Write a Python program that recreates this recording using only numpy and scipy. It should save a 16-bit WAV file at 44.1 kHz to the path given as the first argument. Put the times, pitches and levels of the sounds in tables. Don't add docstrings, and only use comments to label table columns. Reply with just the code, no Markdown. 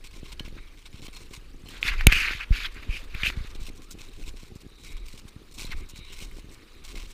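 import sys
import numpy as np
from scipy import signal
from scipy.fft import rfft, irfft, next_fast_len
from scipy.io import wavfile
from scipy.ndimage import uniform_filter1d, map_coordinates

SR = 44100
rng = np.random.default_rng(int(sys.argv[2]) if len(sys.argv) > 2 else 0)


def transcribe(signal):
    frames = np.atleast_2d(signal).T
    limited = np.clip(frames, -1, 1)
    pcm = np.round(limited * 32767).astype(np.int16)
    wavfile.write(sys.argv[1], SR, pcm)


N = 314433
TIME_S = np.arange(N) / SR

# t/s, length/s, body level/dB, treble over body/dB
BITES = [(0.041, 0.031, -47, -2), (0.11, 0.0081, -54.5, -0.5), (0.13, 0.066, -53.5, -3.5),
         (0.241, 0.071, -52, -6), (0.319, .014, -44.5, -3.5), (0.395, 0.006, -37, -12),
         (0.448, 0.045, -50.5, -8.5), (0.671, 0.013, -53.5, -13), (0.773, 0.057, -58.5, -5),
         (0.855, 0.023, -49.5, -9.5), (0.928, 0.072, -55.5, -7), (1.017, 0.053, -49, -4),
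         (1.081, 0.0075, -44.5, -17), (1.128, 0.025, -52.5, -1), (1.159, 0.018, -46, -4.5),
         (1.18, 0.086, -55.5, -2.5), (1.307, 0.024, -56, -1), (1.333, 0.041, -48.5, -2.5),
         (1.655, 0.02, -57.5, -3), (1.684, 0.011, -49, 0), (1.704, 0.09, -57, -2), (1.811, 0.038, -52, 0),
         (2.716, .012, -60, -1), (2.741, .01, -62, 8), (2.993, .012, -60, 8), (3.039, 0.0088, -61, 6),
         (3.365, 0.0074, -57, -2), (3.383, .008, -56, 2), (3.47, 0.013, -61, 6), (3.492, 0.021, -55, 0),
         (3.548, 0.012, -43.5, -6), (3.599, 0.057, -56, -1), (3.664, .028, -46.5, -1.5),
         (3.75, 0.029, -57, 1), (3.819, 0.028, -57, 2), (3.906, 0.023, -54.5, 9), (3.986, 0.11, -55, -3.5),
         (4.133, 0.14, -56.5, -2.5), (4.26, 0.041, -50.5, -1.5), (4.363, 0.12, -55.5, -2.5),
         (4.553, 0.019, -62, 5.5), (4.603, 0.018, -61.5, 6), (4.783, .045, -61, 1),
         (4.834, 0.097, -54, -0.5), (4.967, .013, -49.5, -8.5), (5.056, .11, -58, 2),
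         (5.175, 0.024, -53.5, -0.5), (5.28, .012, -56.5, 4.5), (5.513, 0.014, -58, 5.5),
         (5.54, 0.037, -57.5, 5), (5.579, 0.089, -47, -0.5), (5.674, 0.067, -49, -12),
         (5.762, 0.049, -55, 0), (5.889, 0.022, -56, 6), (5.958, 0.038, -53.5, 0), (6.047, 0.07, -55, -6),
         (6.12, 0.1, -55, -1), (6.201, 0.05, -47.5, 0.5), (6.253, 0.15, -64, 0), (6.367, 0.03, -52.5, -2),
         (6.513, 0.035, -62, 10), (6.839, 0.031, -54, 0), (6.878, 0.052, -47, -2.5),
         (6.917, 0.035, -58, -2), (6.954, 0.069, -47, -5.5), (7.029, .037, -54.5, -2),
         (7.074, .025, -61.5, 4), (7.1, 0.022, -58, 4)]
# f/Hz, density/dB
ICE_BODY = [(350, -38), (600, -10.5), (729, -16), (861, -7.5), (1060, -1), (1340, -12.5), (1470, -3.5),
            (1740, -14), (1880, -9), (2200, 2.5), (2850, -0.5), (4130, -3.5), (4880, -23), (5500, -7),
            (7150, -48), (12100, -120)]
ICE_TREBLE = [(2350, -68), (4000, -0.5), (4940, 0.5), (5350, -1), (7710, 1.5), (9970, -4.5), (11000, -15.5),
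              (12800, -7), (14600, -11), (15600, -9)]
# t/s, level/dB, f/Hz
CRYSTAL_SNAPS = [(0.3955, -43, 3030), (0.4833, -36, 2240), (1.054, -33.5, 3010), (1.0819, -36, 3150),
                 (1.1613, -51, 4250), (1.6876, -30, 3070), (3.6674, -32, 2770), (3.9113, -43, 5440),
                 (4.267, -37, 3810), (3.9961, -36.5, 2580), (4.0864, -39, 3870), (4.2385, -39, 2600),
                 (5.595, -32, 2340), (5.6518, -27.5, 4000), (5.7202, -27, 2070), (6.2026, -31, 2460),
                 (6.3133, -38, 2160), (6.5378, -48.5, 4510), (6.7508, -43, 2330), (7.0487, -43, 3650),
                 (7.103, -43, 3480)]
# t/s, length/s, level/dB, ring index 0-2
STEEL_SLIDES = [(0.574, 0.17, -63, 0), (0.57, 0.073, -64, 2), (4.83, 0.23, -60, 0), (4.7, 0.36, -62, 2),
                (5.75, 0.1, -60, 0), (5.75, 0.23, -68, 2), (5.95, 0.34, -61.5, 0), (5.9, .35, -61, 1),
                (5.95, 0.2, -54, 2), (6.52, 0.35, -65, 0), (6.7, .16, -64.5, 2)]
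# f/Hz, width/Hz
SLIDE_RINGS = [(2230, 320), (2880, 330), (3860, 250)]

# t/s, level/dB, treble over body/dB, lower share/dB, highest share/dB
GLOVE_STROKES = [
    [(0.568, -60, -4, -3, -3), (0.582, -45.5, -18, 0, -14), (0.596, -56, -8, -2, -9)],
    [(1.7, -56, 0, -1, -6), (1.708, -52, -2, -9, -2), (1.744, -51, -6, -2, -7), (1.77, -46, -8, -5, -3),
     (1.79, -56, -4, -1, -7), (1.8, -56, -2, -5, -1)],
    [(1.836, -40, -3, -7, -3), (1.844, -37.5, -6, -7, -13), (1.882, -24, -6, -3.5, -18),
     (1.91, -35, -12, -4.5, -5.5), (1.922, -32, -17, -3, -8), (1.942, -31, -15, -2.5, -23),
     (1.96, -52, -11, -3, -12)],
    [(1.96, -49, -8, 1, -14), (1.982, -48, -3, -4, -10), (1.994, -41, -13, -5, -17),
     (2.012, -32.5, -10, 0, -11), (2.026, -45, -10, -1, -13), (2.04, -44, -7, -5, -11),
     (2.058, -52, -14, -3, -11)],
    [(2.08, -37, -13, -1, -16), (2.116, -28, -13, -6, -10), (2.124, -18, -12, -4, -10),
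     (2.138, -23, -15, -9, -13), (2.2, -25, -14, -8, -11), (2.326, -32, -10, -1.5, -8),
     (2.385, -45, -4, -8, -3)],
    [(2.385, -45, -11, -3, 1.5), (2.411, -34, -20, -4.5, -12), (2.441, -38.5, -16, -3, -8),
     (2.46, -69, -15, -2, -12)],
    [(2.508, -64, -9, -1, -6), (2.528, -39.5, -8, -2, -11), (2.562, -33.5, -6, -6, -4.5),
     (2.592, -37.5, -8, -6.5, -8), (2.662, -32, -7.5, -4, -3), (2.676, -47, -6, -2, -5),
     (2.682, -50, -9, -5, -9)],
    [(2.686, -47, -7, 0, -7), (2.7, -61, -8, -5, -14), (2.724, -50.5, -6, -2, -6), (2.73, -63, -7, -6, -5),
     (2.772, -41, -14, -0.5, -17), (2.81, -59, -6, -6, -6)],
    [(2.81, -60, -6, -8, -6), (2.818, -58, -9, -13, -11), (2.834, -41.5, -16, -0.5, -13),
     (2.852, -57, -2, -12, -11), (2.87, -57, -7, -6, -8)],
    [(2.87, -63, -6, -3, -7), (2.906, -42.5, -13, -12, -9), (2.974, -35, -15.5, -13, -9.5),
     (3.014, -58, 0, -6, -5), (3.05, -60, -3, -9, -8)],
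    [(3.1, -56, -10, -8, -10), (3.136, -56, -3, -5, -8), (3.15, -37, -19, -4, -18),
     (3.156, -48, -6, -4, -6), (3.202, -39, -7, -1.5, -9), (3.226, -45, -1, 2, -3),
     (3.228, -35, -12, -5, -9)],
    [(3.234, -27, -24, -7, -9), (3.242, -31, -16, -7, -7), (3.26, -24.5, -14.5, -14, -6),
     (3.286, -27, -11, -17, -6), (3.304, -38, -6, -2, -10), (3.31, -48, -7, 3, -9)],
    [(3.31, -46, -3, 0, -12), (3.344, -49, -9, -0.5, -18), (3.362, -59, -4, -3, -4),
     (3.366, -50, -8, -0.5, -12), (3.436, -58.5, 4.5, 0, -11), (3.48, -49, -7, -8, -10)],
    [(5.712, -47, -10, -4, -13), (5.72, -37.5, -5, -4.5, -15), (5.732, -38.5, -19, 2, -18),
     (5.742, -47, -9, -1, -10)],
]
# f/Hz, density/dB
GLOVE_TREBLE = [(2060, -65), (3500, 9.5), (4610, 5.5), (6080, -5.5), (6350, -1.5), (7150, -6),
                (8260, -13.5), (10500, -13), (11500, -9), (14700, -17), (15600, -16)]
# f/Hz, width/Hz, level/dB
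HOUSING_LOWER = [(1443, 676, -1), (2257, 335, 0.5)]
HOUSING_UPPER = [(2390, 360, -1.2), (2430, 355, 1.7)]
HOUSING_HIGHEST = [(3150, 480, 2), (4250, 1100, -8)]
# t/s, level/dB, ring f/Hz, contact/ms, crack over tap/dB
HOUSING_TAPS = [(0.3958, -28, 3010, 2.8, -17), (1.8287, -10.5, 2450, 1.56, -27),
                (1.9238, -29, 2160, 1.2, -29), (2.0099, -16.5, 1910, 0.74, -27), (2.0677, -19, 500, 1, -30),
                (2.0691, 15, 2683, 1.2, -6), (2.0699, -12, 2300, 3.6, -9), (2.099, -20, 2500, 0.46, -28.5),
                (2.1234, -30, 2520, 0.74, -23), (2.1247, -4.5, 2480, 0.93, -22),
                (2.829, -35.5, 2520, 1.1, -17), (3.1493, -27, 2460, 1.1, -19), (3.233, -13, 2320, 1.5, -38),
                (3.262, -12.5, 2340, 0.95, -22), (3.302, -21.5, 1700, 0.75, -18)]

# t/s, level before the low pass/dB, push +1 or pull -1, width/ms
MIC_JOLTS = [(0.0453, -47, -1, 1.8), (0.2305, -27.5, -1, 1.8), (0.3292, -39, -1, 2.7),
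             (0.406, -25.5, -1, 1.9), (0.4785, -30.5, -1, 1.2), (0.526, -34, -1, 2.1),
             (0.5823, -38.5, -1, 3.4), (0.9425, -32, -1, 3.6), (1.0055, -36, -1, 2.4), (1.0835, -30, -1, 1),
             (1.376, -35, 1, 4), (1.637, -34, 1, 2.9), (1.8507, -30, 1, 2.3), (2.069, -1, 1, 4.8),
             (2.124, -22, 1, 1.9), (2.3087, -24, 1, 0.79), (2.349, -32, -1, 4.4), (2.5065, -11.5, -1, 6.16),
             (2.8897, -21, -1, 6.2), (3.149, -26.5, -1, 4.8), (3.233, -25, 1, 3.1), (3.277, -27.5, -1, 3.4),
             (3.372, -22, 1, 5), (3.406, -26, 1, 5.6), (3.613, -33, 1, 5.7), (3.6846, -32.5, 1, 1.1),
             (3.943, -34.5, 1, 2.7), (4.432, -33.5, -1, 1.5), (4.5204, -36, 1, 4.2),
             (4.5584, -29.5, -1, 2.4), (4.6643, -32.5, 1, 3.1), (5.14, -33.5, 1, 2), (5.252, -32.5, 1, 2.8),
             (5.3626, -30.5, 1, 3.3), (5.619, -34.5, 1, 1.3), (5.646, -28.5, -1, 1.6),
             (5.695, -32, -1, 3.9), (5.7174, -42, -1, 2.2), (5.935, -35.5, 1, 3.4),
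             (5.9888, -32.5, -1, 3.8), (6.2235, -32, 1, 1.4), (6.385, -32, -1, 1), (6.444, -34.5, 1, 3),
             (6.963, -32, 1, 0.92)]
# t/s, sway level/dB
WIND_SWAY = [(0.0, -45), (0.5, -39), (0.83, -49), (1.15, -41), (1.37, -47), (1.49, -39), (1.61, -47),
             (1.81, -41.5), (1.91, -28.5), (2.08, -21), (2.24, -34), (2.46, -43.5), (2.64, -36),
             (2.86, -43.5), (3.2, -32), (3.47, -40.5), (3.61, -32), (3.79, -45), (4.13, -43.5), (4.28, -33),
             (4.4, -43.5), (4.55, -51.5), (4.8, -51.5), (4.96, -33), (5.14, -43.5), (5.4, -55),
             (5.62, -39.5), (5.78, -28), (5.9, -48), (6.31, -38), (6.67, -55), (7.03, -34), (7.13, -46.5)]
# f/Hz, density/dB
SWAY_SPECTRUM = [(8.8, -36.5), (15, 3.5), (29, -4.5), (36, -5), (54, -12.5), (110, -31.5), (140, -46),
                 (240, -120)]
FLUTTER_SPECTRUM = [(41, -25.5), (70, -0.5), (177, -7.5), (274, -5.5), (400, -7.5), (639, -26.5),
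                    (800, -22.5), (1040, -54), (1760, -120)]

# t/s, then the level/dB of each of four modes
STEEL_CLINKS = [(0.08, -68, -64, -70, -57), (0.3963, -53, -58, -42, -50), (1.15, -77, -67, -70, -44.5),
                (1.66, -70, -73, -52, -50)]
# f/Hz, t60/s
STEEL_MODES = [(1674, 0.32), (2234, .3), (3042, 0.1), (4230, 0.15)]
# t/s, f/Hz, level/dB
SQUEAK_PATH = [(3.76, 960, -75), (3.8, 1050, -62), (3.86, 1200, -67), (3.9, 1376, -58.5), (3.93, 1450, -75)]
# t/s, body level/dB
FAR_LEVEL = [(0.0, -62.5), (0.6, -59.5), (0.79, -63.5), (1.16, -61.5), (1.66, -61), (1.75, -54.5),
             (3.45, -54.5), (3.78, -60), (4.28, -62.5), (4.81, -62.5), (5.29, -59.5), (5.55, -65),
             (5.7, -57), (6.1, -63), (6.33, -60), (7.13, -59.5)]
# f/Hz, density/dB
FAR_BODY = [(260, -41.5), (450, 0.5), (708, -10.5), (815, -8), (968, -5.5), (1210, -1.5), (1400, -5),
            (2140, -4.5), (2450, -3), (3440, -8), (3810, -5), (5000, -40), (6500, -67), (11000, -120)]
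FAR_TREBLE = [(2470, -50.5), (4200, 4.5), (7050, -3), (7740, -3), (8400, -3.5), (11400, -8.5), (13100, -8),
              (14200, -10.5), (15600, -7.5)]
# f/Hz, width/Hz, level/dB
WHINE_BAND = (9550, 200, -83)

FIRST_SNAP_DB, SNAP_LOW_HZ, SNAP_HIGH_HZ = 4, 2160, 4360
STRAY_PER_S, STRAY_MAX_DB = 41, -47.5
REBOUND_DB, REBOUND_DB_PER_MS, STIFF_MS = -6.5, 5, 3.4
FLUTTER_DB, FLUTTER_DB_PER_DB = -53.5, 0.25
FAR_TREBLE_DB, FAR_TREBLE_DB_PER_DB = -65, 0.3
TOP_HZ = 15300


def amp(db):
    return 10 ** (np.asarray(db) / 20)


def unit(x):
    return x / np.sqrt(np.mean(x ** 2) + 1e-20)


def curves(rows):
    t_s, *columns = np.transpose(rows)
    return [np.interp(TIME_S, t_s, column) for column in columns]


def wobble(rate_hz):
    knots = rng.standard_normal(int(N * rate_hz / SR) + 4)
    return map_coordinates(knots, [TIME_S * rate_hz])


def filtered(x, response):
    m = next_fast_len(N + SR // 2)
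    return irfft(rfft(x, m) * response(np.fft.rfftfreq(m, 1 / SR)), m)[:N]


def coloured(x, points):
    f_hz, db = np.transpose(points)
    return unit(filtered(x, lambda hz: amp(np.interp(np.log(hz + 1), np.log(f_hz + 1), db))))


def ringing(x, modes):
    def response(hz):
        bank = 0
        for k, (centre_hz, width_hz, db) in enumerate(modes):
            damping = 1j * hz * width_hz
            bank = bank + (-1) ** k * amp(db) * damping / (centre_hz ** 2 - hz ** 2 + damping)
        return bank * (1j * hz / (900 + 1j * hz)) ** 2
    return unit(filtered(x, response))


def grit(rate_hz, spread_db, noise, patchy_db):
    hit, size = rng.random((2, N))
    spikes = (hit < rate_hz / SR) * amp(-spread_db * np.log(size + 0.019)) * rng.standard_normal(N)
    z = signal.stft(unit(spikes) + noise * rng.standard_normal(N), nperseg=256)[2]
    patches = uniform_filter1d(rng.standard_normal(z.shape), size=4, axis=0)
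    patches = uniform_filter1d(patches, size=5, axis=1)
    return signal.istft(z * amp(patchy_db * unit(patches)), nperseg=256)[1][:N]


def bursts(start_s, length_s, db, edge_s, sag_db, release_s):
    gain = np.zeros(N)
    for s, span, level_db in zip(start_s, length_s, db):
        k = np.arange(round(s * SR), min(round((s + span) * SR), N))
        gain[k] = amp(level_db + sag_db * (s - k / SR) / span)
    keep = np.exp(-1 / (release_s * SR))
    gain = np.maximum(gain, signal.lfilter([1 - keep], [1, -keep], gain))
    return np.abs(uniform_filter1d(gain, max(round(edge_s * SR), 1)))


def crampons():
    s, span, body_db, treble_db = np.transpose(BITES)
    grains = grit(2500, spread_db=3.0, noise=0.65, patchy_db=1.84)
    grains = grains * amp(2.65 * wobble(120) + 1.12 * wobble(45))

    def loudness(db):
        return bursts(s, span, db, edge_s=0.0025, sag_db=1.5, release_s=0.0042)
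    body = coloured(grains, ICE_BODY) * loudness(body_db)
    treble = coloured(grains, ICE_TREBLE) * loudness(body_db + treble_db)
    return body + treble


def snaps():
    out, t = np.zeros(N + SR), TIME_S[:SR // 50]
    first = []
    for (s, _, db, _), u in zip(BITES, rng.random(len(BITES))):
        hz = SNAP_LOW_HZ * (SNAP_HIGH_HZ / SNAP_LOW_HZ) ** u
        first.append((s + 0.002, db + FIRST_SNAP_DB, hz))
    stray = [(a * N / SR, STRAY_MAX_DB - 9 * b, SNAP_LOW_HZ * 4.1 ** c)
             for a, b, c in rng.random((round(STRAY_PER_S * N / SR), 3))]
    rows = CRYSTAL_SNAPS + first + stray
    for (s, db, hz), noise in zip(rows, rng.standard_normal((len(rows), len(t) + 1))):
        fade = amp(db - 60 * t / 0.012) * (1 - np.exp(-t / 0.0004))
        out[round(s * SR):][:len(t)] += fade * (np.sin(2 * np.pi * hz * t) + 0.22 * np.diff(noise))
    return out[:N]


def glove():
    clumps = amp(1.2 * wobble(200))
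    slips = clumps * grit(5000, spread_db=1.5, noise=0.93, patchy_db=2.2)
    fine = clumps * grit(5000, spread_db=1.5, noise=0.93, patchy_db=2.2)
    lower = ringing(slips, HOUSING_LOWER)
    upper = ringing(slips, HOUSING_UPPER)
    highest = ringing(slips, HOUSING_HIGHEST)
    treble = coloured(fine, GLOVE_TREBLE)
    out = np.zeros(N)
    for rows in GLOVE_STROKES:
        db, treble_db, lower_db, highest_db = curves(rows)
        upper_power = np.clip(1 - amp(2 * lower_db) - amp(2 * highest_db), 0.05, 1)
        stroke = lower * amp(db + lower_db) + upper * amp(db + 10 * np.log10(upper_power))
        stroke += highest * amp(db + highest_db) + treble * amp(db + treble_db)
        on = 1.0 * (TIME_S > rows[0][0] - 0.002) * (TIME_S < rows[-1][0])
        out += uniform_filter1d(on, size=120) * stroke
    return out


def taps():
    out, t = np.zeros(N + SR), TIME_S[:SR // 20]
    for s, db, hz, contact_ms, crack_db in HOUSING_TAPS:
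        u = t * 1000 / contact_ms
        contact = np.sqrt(np.abs(np.sin(np.pi * u))) * (u < 1)
        shape = contact + 0.029 * amp(-60 * t / 0.0028) * (u > 0.5)
        rings = np.sin(2 * np.pi * hz * t) + 0.41 * np.sin(2 * np.pi * 1.38 * hz * t)
        crack = np.convolve(rng.standard_normal(len(t)), [0.8, 0.3, -0.6], "same")
        thin = amp(-13.5 - 60 * t / 0.0048) * np.sin(2 * np.pi * 11700 * t)
        out[round(s * SR):][:len(t)] += amp(db) * (shape * rings + amp(crack_db) * (shape * crack + thin))
    return out[:N]


def jolts():
    out, t = np.zeros(N + SR), TIME_S[:SR // 8]
    for s, db, sign, width_ms in MIC_JOLTS:
        rebound_db = REBOUND_DB + REBOUND_DB_PER_MS * max(width_ms - STIFF_MS, 0)
        u = t * 1000 / width_ms
        push = np.abs(np.sin(np.pi * u ** 0.88)) ** 1.36 * (u < 1)
        after = np.clip(u - 1, 0, None) / 2.51
        swing = amp(rebound_db - 9.6 * after) * np.sin(np.pi * after ** 0.91)
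        out[round(s * SR):][:len(t)] += np.sign(sign) * amp(db) * (push - swing)
    return filtered(out[:N], lambda hz: 1 / (1 + 1j * hz / 700) ** 2)


def wind():
    sway_db, = curves(WIND_SWAY)
    flutter_db = FLUTTER_DB + FLUTTER_DB_PER_DB * (sway_db - sway_db.mean())
    sway = coloured(rng.standard_normal(N), SWAY_SPECTRUM)
    power = np.abs(uniform_filter1d(sway ** 2, size=3500))
    sway = sway / (power + 0.1) ** 0.31
    flutter = coloured(grit(300, spread_db=6.0, noise=1.0, patchy_db=1.5), FLUTTER_SPECTRUM)
    flutter = flutter * amp(3.6 * wobble(25))
    return amp(sway_db) * unit(sway) + amp(flutter_db) * unit(flutter)


def clink():
    out = np.zeros(N)
    for s, *mode_db in STEEL_CLINKS:
        t = np.clip(TIME_S - s, 0, None)
        for db, (hz, t60_s) in zip(mode_db, STEEL_MODES):
            out += amp(db - 60 * t / t60_s) * np.sin(2 * np.pi * hz * t)
    return out


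def slides():
    hisses = []
    for hz, width_hz in SLIDE_RINGS:
        narrow = ringing(rng.standard_normal(N), [(hz, width_hz, 0)])
        hisses.append(ringing(narrow, [(hz, 2 * width_hz, 0)]) * amp(2.8 * wobble(25)))
    out = np.zeros(N)
    for s, span, db, ring in STEEL_SLIDES:
        on = 1.0 * (TIME_S > s) * (TIME_S < s + span)
        out += amp(db) * uniform_filter1d(on, size=1800) * hisses[round(ring)]
    return out


def squeak():
    hz, db = curves(SQUEAK_PATH)
    on = (TIME_S > SQUEAK_PATH[0][0]) * (TIME_S < SQUEAK_PATH[-1][0])
    level = amp(db + 4.1 * wobble(70))
    cycles = np.cumsum(hz * (1 + 0.0384 * wobble(150))) / SR
    return on * level * np.sin(2 * np.pi * cycles)


def far_shuffle():
    body_db, = curves(FAR_LEVEL)
    treble_db = FAR_TREBLE_DB + FAR_TREBLE_DB_PER_DB * (body_db - body_db.mean()) + 0.72 * wobble(4.5)
    grains = grit(4000, spread_db=3.0, noise=1.5, patchy_db=2.5)
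    uneven_db = 0.5 * wobble(15) + 0.71 * wobble(40)
    body = amp(body_db + uneven_db) * coloured(grains, FAR_BODY)
    treble = amp(treble_db + uneven_db) * coloured(grains, FAR_TREBLE)
    return body + treble


def whine():
    hz, width_hz, db = WHINE_BAND
    band = filtered(rng.standard_normal(N), lambda f: np.exp(-((f - hz) / width_hz) ** 2))
    return amp(db) * unit(band)


def scene():
    ice = crampons() + snaps()
    housing = glove() + taps() + jolts() + wind()
    gear = clink() + slides() + squeak()
    return (ice + housing + gear + far_shuffle() + whine())[None]


def record(dry):
    clipped = dry[0] / (1 + np.abs(dry[0] / 0.95) ** 8) ** (1 / 8)
    return filtered(clipped, lambda hz: 1 / (1 + (hz / TOP_HZ) ** 200))[None]


dry = scene()
out = record(dry)
transcribe(out)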